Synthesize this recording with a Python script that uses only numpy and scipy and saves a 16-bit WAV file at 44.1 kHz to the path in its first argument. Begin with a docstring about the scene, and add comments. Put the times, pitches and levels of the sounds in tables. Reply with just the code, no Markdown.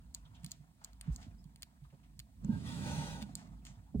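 """Large cockroaches crowd over fruit in a tub, close to a handheld camera.
From the start, bodies shuffle and feet squeak faintly over a low rumble of hands on the camera.
Jaws and shells soon give sharp ticks, legs scrape, and soft bumps come through the camera body.
At about 2.4 s one long rough hiss swells, whistles briefly and makes the tub ring.
It stops by about 3.3 s; a few more ticks, scrapes and bumps follow."""
import sys
import numpy as np
from scipy import signal
from scipy.fft import rfft, irfft
from scipy.io import wavfile
from scipy.ndimage import uniform_filter1d

SR = 44100
rng = np.random.default_rng(int(sys.argv[2]) if len(sys.argv) > 2 else 0)


def wrap_up_sound(samples):
    """Save the sound to the file named by the first command line argument, as 16-bit audio."""
    columns = np.atleast_2d(samples).T
    # keep every value between -1 and 1, then stretch to whole-number steps
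    tamed = np.clip(columns, -1, 1)
    steps = np.round(tamed * 32767).astype(np.int16)
    wavfile.write(sys.argv[1], SR, steps)


N = 176400  # 4 seconds
T, HZ = np.arange(N) / SR, np.fft.rfftfreq(N, 1 / SR)


def amp(db):
    """Turns decibels into a number to multiply by."""
    return 10 ** (np.asarray(db) / 20)


def unit(x):
    """Scales a signal to an average size (rms) of 1."""
    return x / np.sqrt(np.mean(x ** 2) + 1e-20)


def at_hz(table, hz):
    """Looks up a table by frequency, sliding between rows in even steps of pitch."""
    row_hz, value = np.transpose(table)
    return np.interp(np.log(hz + 1), np.log(row_hz + 1), value)


def level(table, column=1, outside_db=None):
    """Gives one level column of a table at every sample, sliding between rows."""
    rows = np.array(table)
    return np.interp(T, rows[:, 0], rows[:, column], outside_db, outside_db)


def add(mix, start, sound):
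    """Mixes in a stereo sound at a start time in seconds."""
    part = mix[:, max(round(start * SR), 0):][:, :sound.shape[1]]
    part += sound[:, :part.shape[1]]


# How much louder the left side is: (frequency [Hz], left minus right [dB])
BALANCE = [(40, -1), (90, -3.5), (150, -6), (240, -6), (400, 0), (900, 0.5), (1500, -0.5), (16000, 0.5)]
def mic_gains(hz):
    """How strongly the left and right microphones pick up a frequency."""
    return amp(np.array([[.5], [-.5]]) * at_hz(BALANCE, hz))


# How alike the two sides sound: (frequency [Hz], likeness [0 to 1])
SIDE_LIKENESS = [(50, 1), (200, 0.92), (400, 0.83), (1000, 0.83), (4000, 0.17), (6500, 0.69), (8300, 1),
                 (10500, 0.35), (12400, 0.32), (14000, 0.59), (15500, 0.45)]
# How far the left wave runs ahead of the right: (frequency [Hz], lead [radians])
LEFT_LEAD = [(50, -.1), (200, -.3), (310, -.8), (450, -.6), (600, .5), (830, .8), (920, 1.3), (1050, 2.1),
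             (3000, 2.3), (5500, 3.4), (8200, 6.28), (11800, 9.2), (15500, 12.5)]
def noise(colour, size=N):
    """Stereo noise of size 1; its colour says how strong each frequency is."""
    hz = np.fft.rfftfreq(size, 1 / SR)
    left, other = rng.standard_normal((2, len(hz))) + 1j * rng.standard_normal((2, len(hz)))
    same = np.clip(at_hz(SIDE_LIKENESS, hz), 0, 1)
    right = (same * left + np.sqrt(1 - same ** 2) * other) * np.exp(-1j * at_hz(LEFT_LEAD, hz))
    return unit(irfft(np.array([left, right]) * mic_gains(hz) * colour, size))


def flutter(depth_db, rate_hz):
    """A loudness that wavers at random, mostly slower than the given rate."""
    wobble = irfft(rfft(rng.standard_normal(N)) / (1 + (HZ / rate_hz) ** 2), N)
    return unit(amp(depth_db * unit(wobble)))


def patchy(x, depth_db=2.2, patch_hz=260, patch_s=.09):
    """Makes random patches of time and frequency a little louder or softer."""
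    spectra = signal.stft(x, nperseg=1024, noverlap=768)[2]
    patches = rng.standard_normal(spectra.shape[1:])
    patches = uniform_filter1d(patches, int(patch_hz * 1024 / SR), axis=0)
    patches = uniform_filter1d(patches, int(patch_s * SR / 256), axis=1)
    spectra *= amp(depth_db * unit(patches))
    return unit(signal.istft(spectra, nperseg=1024, noverlap=768)[1][:, :N])


def swell(t, rise):
    """Grows smoothly, peaks at the rise time and dies away."""
    return (t / rise * np.exp(1 - t / rise)) ** 2


def echoes(x, fade_s):
    """A blur of echoes, different on each side, that falls 60 dB in the fade time."""
    t = T[:SR // 2]
    bounces = rng.standard_normal((2, len(t))) * amp(-60 * t / fade_s) * np.minimum(t / 0.00073, 1)
    return signal.fftconvolve(x, bounces / np.linalg.norm(bounces[0]), axes=1)[:, :N]


def noise_swells(rows, size=16384):
    """Short grainy swells of noise, each around its own pitch."""
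    out, hz = np.zeros((2, N)), np.fft.rfftfreq(size, 1 / SR)
    for start, rise, db, centre_hz, octaves in rows:
        band = 1 / (1 + (np.log2((hz + 1) / centre_hz) / octaves) ** 2)
        band /= 1 + (hz / 9500) ** 8  # softens the top
        add(out, start, amp(db) * np.sqrt(swell(T[:size], rise)) * noise(band, size))
    return out * flutter(depth_db=.5, rate_hz=250)


# Tone of the room's air: (frequency [Hz], relative level [dB])
AIR_TONE = [(300, -21), (650, -21), (850, -23), (1400, -26.5), (1700, -15), (2800, -22), (4000, -19),
            (5200, -21.5), (7000, -21.5), (9500, -20.5), (12500, -26), (15300, -23), (16500, -18.5)]
def room_air():
    """The air of the room makes a faint, steady noise."""
    return amp(-77) * noise(amp(at_hz(AIR_TONE, HZ)))


# How loudly the crowd moves: (time [s], relative level [dB])
SHUFFLE_LEVELS = [(0, -80), (.4, -73.5), (.76, -83), (.85, -67), (.94, -79.5), (1.05, -72), (1.22, -67),
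                  (1.32, -79.5), (1.77, -81.5), (2.37, -83), (2.6, -65), (3.25, -70.5), (3.47, -66),
                  (3.62, -78), (3.72, -69), (4, -94.5)]
# Tone of the moving bodies: (frequency [Hz], relative level [dB])
SHUFFLE_TONE = [(200, -27), (480, -16), (620, -7), (700, 1.5), (790, -8.5), (950, -1), (1130, -7),
                (1320, -5.5), (1500, -10), (2000, -15.5), (4000, -21.5), (8000, -23), (12000, -51)]
def shuffle():
    """Many bodies shuffle about with a dull, uneven rustle."""
    rustle = patchy(noise(amp(at_hz(SHUFFLE_TONE, HZ))))
    return rustle * amp(level(SHUFFLE_LEVELS) + 1.5) * flutter(depth_db=2.56, rate_hz=35)


def foot_squeaks(per_second=80, low_hz=645, high_hz=5920, width_octaves=.16, size=4096):
    """Feet slip with many tiny squeaks, louder while the crowd moves."""
    out, hz = np.zeros((2, N)), np.fft.rfftfreq(size, 1 / SR)
    effort_db = level(SHUFFLE_LEVELS)
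    for when, pitch, softness in rng.random((int(per_second * N / SR), 3)):
        centre_hz = low_hz * (high_hz / low_hz) ** pitch
        db = -80 - 2 * np.log(softness + 0.15)
        db -= 2 * np.log2(centre_hz / low_hz)  # higher squeaks are softer
        db += .5 * (effort_db[int(when * N)] - effort_db.mean())
        band = 1 / (1 + (np.log2((hz + 1) / centre_hz) / width_octaves) ** 4)
        add(out, when * N / SR, amp(db) * swell(T[:size], rise=.009) * noise(band, size))
    return out


# Loudness of the handling: (time [s], relative rumble level [dB], relative deep bass level [dB])
HANDLING_LEVELS = [(0.0, -62.5, -59.5), (0.48, -60, -64), (0.8, -64.5, -71.5), (1.05, -64, -55),
                   (1.09, -41.5, -77), (1.12, -58, -42.5), (1.18, -54.5, -54), (1.79, -66.5, -70),
                   (1.83, -65.5, -57), (2.02, -61, -69), (2.35, -63, -57), (2.51, -33.5, -54),
                   (2.53, -35, -44.5), (2.65, -41, -67), (2.86, -37, -56.5), (3.91, -62, -61),
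                   (3.95, -48, -60), (4.0, -32.5, -40.5)]
# Tone of the rumble: (frequency [Hz], relative level [dB])
RUMBLE_TONE = [(45, -36), (70, -1), (110, -2), (150, 3), (220, -1.5), (280, -7), (350, -21), (600, -30),
               (1200, -90)]
# Tone of the deep bass under it: (frequency [Hz], relative level [dB])
BASS_TONE = [(15, -38), (33, -40), (46, 8), (55, 7), (75, -4.5), (110, -11.5), (250, -53)]
def handling_rumble():
    """Hands send a low rumble and a deeper bass through the camera body."""
    rumble = noise(amp(at_hz(RUMBLE_TONE, HZ))) * amp(level(HANDLING_LEVELS, 1) - 2)
    bass = noise(amp(at_hz(BASS_TONE, HZ))) * amp(level(HANDLING_LEVELS, 2) + 2.5)
    return rumble + bass


# Ticks of jaws and shells, all levels relative:
# (time [s], level [dB], ring pitch [Hz], ring level [dB], low snap level [dB])
SHELL_TICKS = [(0.1423, -48, 7400, 3, -21), (.1474, -26.5, 7600, 5, -38), (0.444, -46, 9000, -4, -9),
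               (0.4457, -33, 9050, 8.5, -3.5), (.4631, -37.5, 5000, -18, -18), (.4342, -55, 8500, -1, -15),
               (0.5105, -44, 7400, -1, -23), (0.5174, -28, 7100, 4, -27), (.8411, -45, 7400, 2, -22),
               (0.8463, -30.5, 7300, 4.5, -39), (0.9322, -52, 7400, -23, -14),
               (1.0118, -33.5, 8960, 8.5, -2), (1.1614, -34.5, 7050, 7, -34), (1.2289, -48, 4200, 12, -8),
               (1.442, -54.5, 9600, -8, -26), (1.56, -46.5, 9800, 1, -5), (1.6225, -34.5, 9140, 4.5, -9),
               (1.6308, -32, 5100, -13, -5.5), (2.1931, -34.5, 8700, -1, -14),
               (2.2002, -36.5, 6300, -14, -4.5), (2.4468, -45, 6970, 20, -17), (3.2197, -43, 8300, -16, -3),
               (3.2255, -37, 8200, -13, -2), (3.3535, -25.5, 8140, 6, -47), (3.473, -60, 5800, -4, -20),
               (3.652, -41.5, 7700, 4, -4), (3.6676, -41.5, 7700, -4, 6)]
# Tone that all ticks share: (frequency [Hz], relative level [dB])
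TICK_TONE = [(300, -40), (1500, -25), (3000, -12.5), (4300, 7), (5700, -6.5), (7000, 0.5), (9000, -12),
             (10500, -6.5), (12500, -9), (15200, -1.5), (16500, -30)]
# Echoes off the tub's walls: (delay [s], strength [0 to 1])
WALL_ECHOES = [(.00092, .42), (.0018, .2), (.0029, .14)]
def shell_ticks(ring_width_hz=1240, snap_hz=2650, snap_width_hz=1100, size=1024):
    """Each snap rings a shell for an instant, then bounces round the tub and the room."""
    clicks, hz = np.zeros((2, N)), abs(np.fft.fftfreq(size, 1 / SR))
    for start, db, ring_hz, ring_db, snap_db in SHELL_TICKS:
        ring = amp(ring_db) / (1 + ((hz - ring_hz) / ring_width_hz) ** 4)
        snap = amp(snap_db) * 2 / (1 + ((hz - snap_hz) / snap_width_hz) ** 4)
        log_gain = np.log(amp(at_hz(TICK_TONE, hz)) + ring + snap)
        # the most sudden pulse that has this tone
        pulse = np.fft.ifft(np.exp(np.conj(signal.hilbert(log_gain)))).real
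        add(clicks, start, np.array([pulse, pulse]) * amp(db + 8.5) / np.linalg.norm(pulse))
    walls = 1 + sum(gain * np.exp(-2j * np.pi * HZ * delay) for delay, gain in WALL_ECHOES)
    mic_delay_s = np.array([[0], [.00012]])  # the right side hears it later
    near = irfft(rfft(clicks) * walls * np.exp(-2j * np.pi * HZ * mic_delay_s), N)
    tub = amp(-5) * echoes(clicks, fade_s=.02)
    room = amp(-20) * echoes(clicks, fade_s=.2)
    return near + tub + room


# Strokes of the legs: (time [s], rise time [s], level [dB], pitch [Hz], half width [octaves])
LEG_STROKES = [(.15, 0.014, -69.5, 4000, 2), (.251, 0.0064, -66, 3420, 0.16),
               (0.343, .013, -65.5, 3170, 0.28), (.35, 0.0047, -71, 6400, 0.31),
               (.42, 0.049, -69.5, 2960, 2.4), (.52, 0.012, -70, 3500, 1), (.81, 0.036, -72, 1290, 1.4),
               (1.015, 0.037, -67, 1440, 0.8), (1.115, 0.024, -67, 6800, 0.66),
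               (1.195, 0.019, -70, 6660, 0.78), (1.185, 0.018, -73, 900, 0.32),
               (1.211, 0.017, -63, 2650, 1.1), (1.31, 0.0044, -75, 2540, .08),
               (1.378, .014, -76, 5100, 0.052), (1.835, 0.0096, -77, 3500, 0.66),
               (1.845, 0.0073, -69, 1140, 0.28), (1.9, 0.006, -73, 2040, 0.6),
               (1.924, 0.0096, -66, 510, 0.56), (2.029, .012, -73, 2300, 0.8),
               (3.288, 0.0046, -60.5, 770, 0.3), (3.355, 0.025, -63, 5500, 1.9),
               (3.381, 0.013, -64, 1550, .7), (3.648, 0.018, -61, 6940, 0.28),
               (3.65, 0.021, -62.5, 2360, 1.5), (3.86, 0.019, -73.5, 890, 0.22),
               (3.943, 0.0056, -52, 616, 0.22)]
def leg_scrapes():
    """Rubbing legs make short, grainy scrapes."""
    return noise_swells(LEG_STROKES)


# Bumps on the camera: (time [s], level [dB], middle pitch [Hz], rise time [s])
CAMERA_BUMPS = [(0.289, -51.5, 103, 0.02), (.433, -40.5, 154, .012), (0.463, -46.5, 181, .008),
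                (0.594, -49.5, 144, 0.013), (1.076, -31, 152.3, 0.012), (1.091, -33, 62.7, 0.02),
                (1.264, -49, 233, 0.0064), (1.277, -42, 94, 0.0088), (1.454, -46, 158, 0.0076),
                (1.818, -47, 141, 0.014), (1.925, -52.5, 143, 0.015), (2.186, -51.5, 125, 0.012),
                (2.444, -32.5, 188, 0.008), (2.488, -24, 210.4, 0.012), (2.537, -39, 167, 0.02),
                (2.961, -38, 155.6, 0.02), (3.215, -40, 215.5, 0.014), (3.68, -52, 130, 0.023),
                (3.771, -48, 101, 0.017), (3.946, -27, 225, 0.0061), (3.952, -35, 143.4, 0.015),
                (3.955, -34, 60, 0.013), (3.946, -44.5, 416, 0.011)]
def camera_bumps(sag=.076):
    """Soft bumps come through the camera body as low tones that sag in pitch."""
    out, t = np.zeros((2, N)), T[:SR // 4]
    for start, db, hz, rise in CAMERA_BUMPS:
        falling_hz = hz * (1 + sag * (2 * np.exp(-t / (2 * rise)) - 1))
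        tone = np.sin(2 * np.pi * np.cumsum(falling_hz) / SR)
        add(out, start, amp(db) * mic_gains(hz) * swell(t, rise) * tone)
    return out


# Loudness of the hiss: (time [s], relative hiss level [dB], relative tub ring level [dB])
HISS_LEVELS = [(2.42, -104, -102), (2.448, -68.5, -62.5), (2.46, -82, -76.5), (2.53, -70, -60),
               (2.642, -65.5, -79), (2.668, -57, -63.5), (2.804, -57.5, -61.5), (2.878, -54, -51),
               (3.118, -55.5, -55), (3.204, -64.5, -56.5), (3.226, -56.5, -57), (3.25, -73.5, -68),
               (3.34, -76.5, -87)]
# Tone of the hiss itself: (frequency [Hz], relative level [dB])
HISS_TONE = [(590, -46), (1000, -7.5), (1480, -3), (1750, -10.5), (1910, 0.5), (2080, -8.5), (3500, -5),
             (5250, -9), (8450, -12), (10400, -15), (12300, -26.5), (16000, -23)]
# Notes at which the tub rings: (pitch [Hz], width [Hz], relative level [dB])
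TUB_NOTES = [(497, 28, -6), (587, 25, -1), (660, 33, -11), (808, 29, -4), (914, 37, 2.5), (1280, 25, -10),
             (1480, 26, -3), (1610, 29, -7), (1950, 18, -13), (2415, 27, -19), (2870, 39, -13),
             (3440, 37, -15.5), (4160, 49, -23), (4320, 60, -15)]
# The tub's broad sound between those notes: (frequency [Hz], relative level [dB])
TUB_TONE = [(250, -22), (350, -12.5), (500, -14.5), (700, -19.5), (820, -6), (930, -20), (1020, -24),
            (2000, -43), (5000, -86)]
def hiss(echo_fade_s=.05):
    """One long rough hiss echoes between the tub's walls and makes the tub ring."""
    air = noise(amp(at_hz(HISS_TONE, HZ)))
    bounces = rng.standard_normal(SR // 10) * amp(-60 * T[:SR // 10] / echo_fade_s)
    echo = signal.fftconvolve(air, bounces[None] / np.linalg.norm(bounces), axes=1)[:, :N]
    air = patchy(air + amp(-9) * echo) * amp(level(HISS_LEVELS, 1, outside_db=-120) + 3.5)
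    tub_power = amp(at_hz(TUB_TONE, HZ)) ** 2
    for hz, width, db in TUB_NOTES:
        tub_power += amp(db) ** 2 / (1 + ((HZ - hz) / (width / 2)) ** 2) ** 1.5
    ring = noise(np.sqrt(tub_power)) * amp(level(HISS_LEVELS, 2, outside_db=-120) + 3)
    return (air + ring) * flutter(depth_db=.34, rate_hz=120)


# Whistles in the hiss: (time [s], rise time [s], level [dB], pitch [Hz], half width [octaves])
HISS_WHISTLES = [(2.49, 0.036, -64, 1586, 0.017), (2.65, 0.034, -58.5, 3400, 0.044),
                 (2.83, 0.11, -58, 6110, .05), (3.205, 0.012, -64.5, 3650, 0.025)]
def whistles():
    """Very narrow bands of noise stand out from the hiss as brief whistles."""
    return noise_swells(HISS_WHISTLES)


def scene():
    """Adds up all the sounds at the two microphones."""
    background = room_air() + shuffle() + foot_squeaks() + handling_rumble()
    return background + shell_ticks() + leg_scrapes() + camera_bumps() + hiss() + whistles()


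def record(dry, cutoff_hz=16100):
    """Cuts away the very highest treble."""
    low_pass = signal.firwin(255, cutoff_hz, window=("kaiser", 9), fs=SR)
    return signal.oaconvolve(dry, low_pass[None], "same")


dry = scene()
out = record(dry)
wrap_up_sound(out)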